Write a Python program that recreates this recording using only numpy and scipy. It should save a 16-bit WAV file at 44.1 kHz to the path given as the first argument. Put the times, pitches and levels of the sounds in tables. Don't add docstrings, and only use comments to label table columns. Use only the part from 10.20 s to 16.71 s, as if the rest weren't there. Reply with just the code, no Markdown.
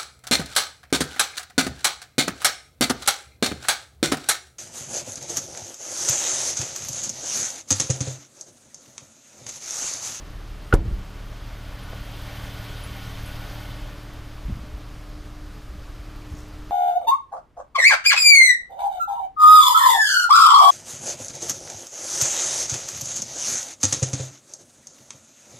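import sys
import numpy as np
from scipy import signal
from scipy.io import wavfile
from scipy.ndimage import uniform_filter1d

SR = 44100
rng = np.random.default_rng(int(sys.argv[2]) if len(sys.argv) > 2 else 0)


def boost(x):
    u = np.asarray(x, float) / 20
    return 10 ** u


def transcribe(u):
    v = np.clip(np.atleast_2d(u).T, -1, 1)
    q = np.round(v * 32767).astype(np.int16)
    wavfile.write(sys.argv[1], SR, q)


N = 287046

# frequency in Hz, rms level in dB.
HALL_HUM = [(431, -64), (600, -65.5)]
# frequency in Hz, density in dB per Hz.
RUMBLE_SPECTRUM = [(12, 5.5), (25, -7), (60, -0.5), (100, -12.5), (160, -14.5), (250, -45), (400, -17)]
# frequency in Hz, density in dB per Hz.
HALL_SPECTRUM = [(120, -21), (180, -4.5), (300, -5.5), (430, -10.5), (520, -23), (620, -12.5), (800, -21),
                 (1200, -9), (1800, -16), (3000, -20), (5000, -20), (7500, -27.5), (11000, -31.5),
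                 (15500, -32)]
HALL_DB, SHADOW_DB, RUMBLE_DB, RUMBLE_FADE_DB_PER_S = -49.5, -1, -41, -0.23
ECHO_T60_S, ECHO_DB, ECHO_CUT_HZ = .7, -28, 300

# time in seconds, engine bay level in dB.
WALK = [
    (0, -52.5),
    (.8, -50.5),
    (1.6, -46.5),
    (2.2, -42.5),
    (3.45, -43.5),
    (3.85, -49),
    (4.5, -52),
    (5.2, -56),
    (6, -53.5),
    (6.51, -55),
]
NEAREST_DB = -43
BRIGHT_DB_PER_OCTAVE, BRIGHT_LOSS_PER_DB = 0.85, 0.2855

FIRING_HZ = 37.53
PHASE_SCATTER_CYCLES = .15
# firing order, rms level close by in dB, share of the bay's fall with distance.
BLOCK = [(3, -41, 0.79), (5, -51, 1)]
# firing order, level against order 3 in dB.
FOLLOWERS = [(.5, -16), (1.5, -12), (2, -4.0), (2.5, -14), (3.1667, -13), (3.5, -14), (4, -14), (7, -21),
             (7.5, -13), (15.36, -21)]
# time in seconds, rms level in dB.
GRILLE = [(0, -59.5), (.5, -57), (1, -70.5), (2, -53.5), (2.65, -62), (3.6, -51), (4.3, -56.5),
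          (5.2, -49.5), (5.6, -57.5), (6, -48), (6.51, -48.5)]
EXHAUST_DB, EXHAUST_FADE_DB_PER_S = -38.5, -0.44

# frequency in Hz, density in dB per Hz.
BAY_SPECTRUM = [(160, -53), (220, -8.5), (350, -15), (600, -5), (950, -8.5), (1450, -10.5), (2200, -12),
                (3200, -13), (5000, -18.5), (7000, -27.5), (8500, -37), (10500, -27), (13500, -27.5),
                (15500, -28)]
# frequency in Hz, width in Hz, level in dB.
BAY_RINGS = [(600, 40, -15), (800, 35, -17), (1130, 50, -15), (1465, 40, -11), (1800, 40, -16),
             (2100, 40, -18), (3080, 130, -13), (7750, 50, -29)]
FIRST_TICK_S, TICK_DB, WEAK_TICK_DB, TICK_T60_S = .099, -1.5, -3.5, .04

# time in seconds, peak in dB, frequency in Hz, t60 in seconds.
THUMPS = [(3.481, -29, 45, .16), (3.611, -25, 32, 0.22), (4.251, -18, 46.2, .2), (4.322, -11.5, 75, 0.047),
          (4.411, -21.5, 54.7, 0.1), (4.537, -18.5, 50, 0.085), (4.879, -41, 70.5, .15),
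          (5.488, -25, 56, .15), (5.577, -23, 60, 0.089), (5.789, -23, 50.4, 0.12), (6.115, -21.5, 73, .11)]
# time in seconds, peak in dB, frequency in Hz.
TAPS = [(0.647, -28, 131), (.695, -31, 153), (1.734, -45, 350), (4.283, -22, 139), (4.2965, -23, 210),
        (4.305, -26, 147), (4.352, -25.5, 120), (4.370, -30.5, 236), (4.388, -29, 174), (4.435, -31, 240),
        (4.49, -44, 162), (5.55, -32, 170), (6.135, -26.5, 148), (6.15, -38, 210)]
TAP_T60_CYCLES = 8.3
# time in seconds, peak in dB, frequency in Hz.
CLINKS = [
    (1.6342, -40, 9800),
    (2.6374, -30, 10070),
    (2.6374, -49, 9700),
    (2.6374, -50, 14000),
    (3.0594, -37, 9750),
    (3.073, -47, 9800),
    (3.073, -42, 8050),
    (3.073, -49, 11200),
]
# time in seconds, peak in dB, frequency in Hz.
CHIMES = [
    (3.056, -44, 11500),
    (3.2094, -45, 12000),
    (3.25, -59, 8600),
]
CLINK_T60_S, CHIME_T60_S = 0.09, .3
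# frequency in Hz, level in dB, t60 in seconds.
RATTLE_MODES = [(5670, 1, .014), (6300, 1, 0.013), (7300, -9, .01), (8600, -10, .01), (13200, -12, .01)]
RATTLE_S, RATTLE_GAP_S, RATTLE_PEAK_S = 6.104, .0165, 6.187
RATTLE_DB, RATTLE_FALL_DB_PER_S = -43, 130.0

# time in seconds, level in dB, t60 in seconds, low edge in Hz, high edge in Hz.
CRACKS = [(0.527, -32, 0.052, 1900, 3630), (0.5265, -29, 0.076, 447, 1200),
          (0.5373, -21, 0.024, 2490, 8800), (0.544, -22.5, 0.043, 500, 1540),
          (0.541, -33, 0.028, 1800, 11000), (0.549, -38, 0.03, 1500, 12000), (0.555, -37.5, 0.34, 300, 800),
          (4.28, -53, 0.67, 250, 2200), (.558, -54, 1, 450, 2380), (6.10, -60, 0.56, 4500, 9000),
          (6.17, -59, 0.63, 4500, 8000)]
# frequency in Hz, width in Hz, rms level in dB.
JINGLE_RINGS = [(5750, 400, -70), (8650, 400, -68), (12100, 400, -70)]
# start, peak and end in seconds.
SWING_S = (.42, .48, .56)

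# frequency in Hz, level in dB, t60 in seconds.
LATCH_MODES = [(1350, -16, 0.019), (1437, -17.5, 0.054), (1730, -19, 0.014), (800, -21.5, .06),
               (516, -14, 0.041)]
# time in seconds, level in dB.
LATCH_HITS = [
    (.5254, -8),
    (.5261, -3),
    (.5268, -1),
    (.5282, -5),
    (.5342, -9),
]
# time in seconds, height, length in milliseconds.
PUSHES = [
    (.5318, .3, 9.5),
    (.5391, -.95, 2.2),
    (.5416, -.5, 1.9),
    (.5502, .24, 8.5),
    (.567, -.08, 10.0),
    (.585, .15, 10.0),
    (1.7329, -.055, .6),
    (1.7335, .04, 1.3),
]
SEAL_S, SEAL_DAMPING_S = .5391, .006
# frequency in Hz, level in dB, t60 in seconds.
BODY_MODES = [(32, -9.5, 0.2), (60, -42, 0.24), (120, -33, 0.15), (192.4, -34, 0.83), (306, -26, 0.19),
              (400, -24, 0.11), (551, -23.5, 0.084), (737, -12.5, 0.028)]
# time in seconds, peak in dB.
WOBBLE = [
    (.604, -18),
    (0.639, -31),
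    (.676, -15.5),
    (0.724, -11.5),
    (0.78, -16.5),
    (0.812, -21),
]
WOBBLE_HZ, SAG_HZ_PER_S, WOBBLE_T60_S = 54, 63, 0.13

DUCK_DB, DUCK_S, HOLD_S, RECOVER_S = -4.5, 0.563, 0.061, 0.028
CUTOFF_HZ, PART_SAMPLES = 15400, 1024
PART_SHARE, PART_LOW_DB, PART_HIGH_DB = 0.33, -34.5, -23
PART_START_S, PART_END_S = .53, .76


def rms_one(x):
    return x / np.sqrt(np.mean(x ** 2) + 1e-20)


def in_time(rows):
    s, *columns = np.transpose(rows)
    return [np.interp(np.arange(N) / SR, s, c) for c in columns]


def drift(rate):
    r = np.exp(-80 * np.pi * rate / SR)
    white = rng.standard_normal(N // 40 + 2002)
    slow = signal.lfilter([1], [1, -2 * r, r * r], white)[2000:]
    return np.interp(np.arange(N) / 40, np.arange(len(slow)), rms_one(slow - slow.mean()))


def filtered(x, order, hz, kind):
    return signal.sosfilt(signal.butter(order, hz, kind, fs=SR, output="sos"), x)


def resonate(x, hz, width_hz):
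    r = np.exp(-np.pi * width_hz / SR)
    return rms_one(signal.lfilter([1, 0, -1], [1, -2 * r * np.cos(2 * np.pi * hz / SR), r * r], x))


def add_ring(out, s, db, hz, t60_s, rise_cycles=0.0, phase=0):
    start = round(s * SR)
    t = np.arange(min(int(t60_s * 1.5 * SR), N - start)) / SR
    swell = 1 - np.exp(-t * hz / max(rise_cycles, 1e-3))
    out[start:start + len(t)] += boost(db - 60 * t / t60_s) * swell * np.sin(2 * np.pi * hz * t + phase)


def banded_noise(spectrum, patchy_db, tilt_db=0):
    together, white = drift(1.4), rng.standard_normal((2, N))
    hz, db = np.transpose(spectrum)
    edges_hz = np.geomspace(hz[0], hz[-1], round(2.5 * np.log2(hz[-1] / hz[0])) + 1)
    out, power = 0, 0
    for k, (low_hz, high_hz) in enumerate(zip(edges_hz, edges_hz[1:])):
        band = filtered(white[k % 2], 2, [low_hz, high_hz], "band")
        middle_hz = np.sqrt(low_hz * high_hz)
        level_db = np.interp(np.log(middle_hz), np.log(hz), db)
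        power += boost(2 * level_db) * np.mean(band ** 2)
        flicker_db = patchy_db * (0.3 * together + drift(14.5))
        out = out + band * boost(level_db + tilt_db * np.log2(middle_hz / 2000) + flicker_db)
    return out / np.sqrt(power)


def hall_hum():
    out = np.zeros(N)
    for hz, db in HALL_HUM:
        phase = 2 * np.pi * np.cumsum(hz * (1 + 0.0022 * drift(3.2))) / SR
        out += np.sqrt(2) * boost(db + 4 * drift(3.3)) * np.sin(phase)
    return out


def hall_noise(bay_db):
    hall_db = HALL_DB + SHADOW_DB * boost(bay_db - NEAREST_DB)
    rumble_db = RUMBLE_DB + RUMBLE_FADE_DB_PER_S * np.arange(N) / SR
    hall = boost(hall_db) * banded_noise(HALL_SPECTRUM, patchy_db=0.9)
    return hall + boost(rumble_db) * banded_noise(RUMBLE_SPECTRUM, patchy_db=1.0)


def workshop_echo(x):
    t = np.arange(int(ECHO_T60_S * SR)) / SR
    dull = filtered(rng.standard_normal(len(t)), 2, [60, ECHO_CUT_HZ], "band")
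    tail = dull * boost(-60 * t / ECHO_T60_S) * (t > .02)
    return boost(ECHO_DB) * signal.fftconvolve(x, tail / np.sqrt(np.sum(tail ** 2)))[:N]


def engine_tones(bay_db):
    turn = 2 * np.pi * np.cumsum(FIRING_HZ * (1 + 0.0023 * drift(2.76))) / SR
    block = [(round(k), db + share * (bay_db - NEAREST_DB)) for k, db, share in BLOCK]
    orders = [(1, EXHAUST_DB + EXHAUST_FADE_DB_PER_S * np.arange(N) / SR), *block, (8, *in_time(GRILLE))]
    orders += [(k, block[0][1] + db) for k, db in FOLLOWERS]
    out = np.zeros(N)
    for k, db in orders:
        phase = 2 * np.pi * PHASE_SCATTER_CYCLES * rng.uniform(-1.42, 1)
        out += np.sqrt(2) * boost(db + 1.3 * drift(7.2)) * np.sin(k * turn + phase)
    return out


def engine_bay(bay_db):
    tilt_db = BRIGHT_DB_PER_OCTAVE + BRIGHT_LOSS_PER_DB * (bay_db - NEAREST_DB)
    hiss = banded_noise(BAY_SPECTRUM, patchy_db=1.05, tilt_db=tilt_db)
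    white = rng.standard_normal(N)
    nearness_db = .5 * (bay_db - bay_db.max())
    for hz, width_hz, db in BAY_RINGS:
        hiss += boost(db + nearness_db + 0.94 * drift(1.8)) * resonate(white, hz, width_hz)
    at_s = np.arange(FIRST_TICK_S, N / SR, 2 / FIRING_HZ)
    weak = np.arange(len(at_s)) % 2
    marks = np.zeros(N)
    marks[(at_s * SR).astype(int)] = boost(TICK_DB + WEAK_TICK_DB * weak + 2.5 * rng.standard_normal(len(at_s)))
    gate = signal.lfilter([1], [1, -boost(-60 / (TICK_T60_S * SR))], marks + 1e-18)
    ticks = filtered(gate * white[::-1], 3, [12200, 16500], "band")
    return boost(bay_db) * (hiss + ticks)


def knocks():
    out = np.zeros(N)
    rows = [(s, db, WOBBLE_HZ - SAG_HZ_PER_S * (s - WOBBLE[0][0]), WOBBLE_T60_S) for s, db in WOBBLE]
    rows += THUMPS
    rows += [(s, db, hz, TAP_T60_CYCLES / hz) for s, db, hz in TAPS]
    for s, db, hz, t60_s in rows:
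        add_ring(out, s, db + 2, hz, t60_s, rise_cycles=0.3, phase=np.pi)
    return out


def keys():
    out = np.zeros(N)
    for rows, t60_s in [(CLINKS, CLINK_T60_S), (CHIMES, CHIME_T60_S)]:
        for s, db, hz in rows:
            add_ring(out, s, db - 10, hz, t60_s, rise_cycles=3.0)
            add_ring(out, s, db - 12, hz * 1.008, t60_s * 0.44, rise_cycles=3.0)
    return out


def rattle():
    out = np.zeros(N)
    for k, spread in enumerate(rng.standard_normal((9, len(RATTLE_MODES)))):
        s = RATTLE_S + RATTLE_GAP_S * (k + .12 * spread[-1])
        hit_db = RATTLE_DB - RATTLE_FALL_DB_PER_S * abs(s - RATTLE_PEAK_S)
        for (hz, mode_db, t60_s), chance in zip(RATTLE_MODES, spread):
            db = hit_db + mode_db + 2.2 * chance
            add_ring(out, s, db, hz * (1 + .03 * chance), t60_s, rise_cycles=3.0)
    return out


def cracks():
    t, white, out = np.arange(N) / SR, rng.standard_normal(N), np.zeros(N)
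    for s, db, t60_s, low_hz, high_hz in CRACKS:
        start = round(s * SR)
        age_s = t[:min(int(t60_s * SR), N - start)]
        band = filtered(white[start:start + len(age_s)], 2, [low_hz, min(high_hz, .45 * SR)], "band")
        attack = np.clip(age_s / 0.0024, 0, 1)
        out[start:start + len(age_s)] += boost(db - 60 * age_s / t60_s) * attack * rms_one(band)
    jingle = np.zeros(N)
    for hz, width_hz, db in JINGLE_RINGS:
        jingle += boost(db) * resonate(resonate(white, hz, width_hz), hz, width_hz)
    return out + np.sqrt(np.interp(t, SWING_S, [0, 1, 0])) * jingle


def door():
    out = np.zeros(N)
    for s, hit_db in LATCH_HITS:
        for hz, db, t60_s in LATCH_MODES:
            add_ring(out, s, db + hit_db, hz, t60_s, rise_cycles=0.28)
    out *= np.exp(-np.clip(np.arange(N) / SR - SEAL_S, 0, 1) / SEAL_DAMPING_S)
    for s, height, ms in PUSHES:
        bump = height * np.hanning(int(ms * SR / 1000))
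        start = round(s * SR)
        out[start:start + len(bump)] += bump
    for hz, db, t60_s in BODY_MODES:
        add_ring(out, SEAL_S, db, hz, t60_s, rise_cycles=.00035 * hz, phase=-np.pi / 2)
    return out


def gain_control():
    t = np.arange(N) / SR
    onset = np.clip((t - DUCK_S) / 0.022, 0, 1)
    since_s = np.clip(t - DUCK_S - HOLD_S, 0, None)
    return boost(DUCK_DB * onset * np.exp(-since_s / RECOVER_S))


def scene():
    bay_db, = in_time(WALK)
    steady = hall_hum() + hall_noise(bay_db) + engine_tones(bay_db) + engine_bay(bay_db)
    slam = door()
    mid = gain_control() * (steady + workshop_echo(slam))
    mid += knocks() + keys() + rattle() + cracks() + slam
    return np.array([mid, mid])


def low_pass(x):
    return signal.sosfilt(signal.butter(12, 16300, fs=SR, output="sos"), x)


def record(dry):
    mid = np.clip(dry[0], -1, 1)
    stretches = np.arange(N // PART_SAMPLES + 2)
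    start_s = stretches * PART_SAMPLES / SR
    at_slam = (start_s > PART_START_S) & (start_s < PART_END_S)
    parted = (rng.random(len(stretches)) < PART_SHARE) | at_slam
    gate = uniform_filter1d(np.repeat(parted * 1., PART_SAMPLES)[:N], size=256)
    late = np.roll(mid, 290)
    lows = filtered(late, 2, 280, "low")
    highs = filtered(late, 2, 3000, "high")
    side = gate * (boost(PART_LOW_DB) * lows + boost(PART_HIGH_DB) * highs + boost(-25) * late)
    top_cut = signal.cheby2(18, 85, CUTOFF_HZ + 480, fs=SR, output="sos")
    return low_pass(signal.sosfilt(top_cut, [mid + side, mid - side]))


dry = scene()
out = record(dry)
transcribe(out)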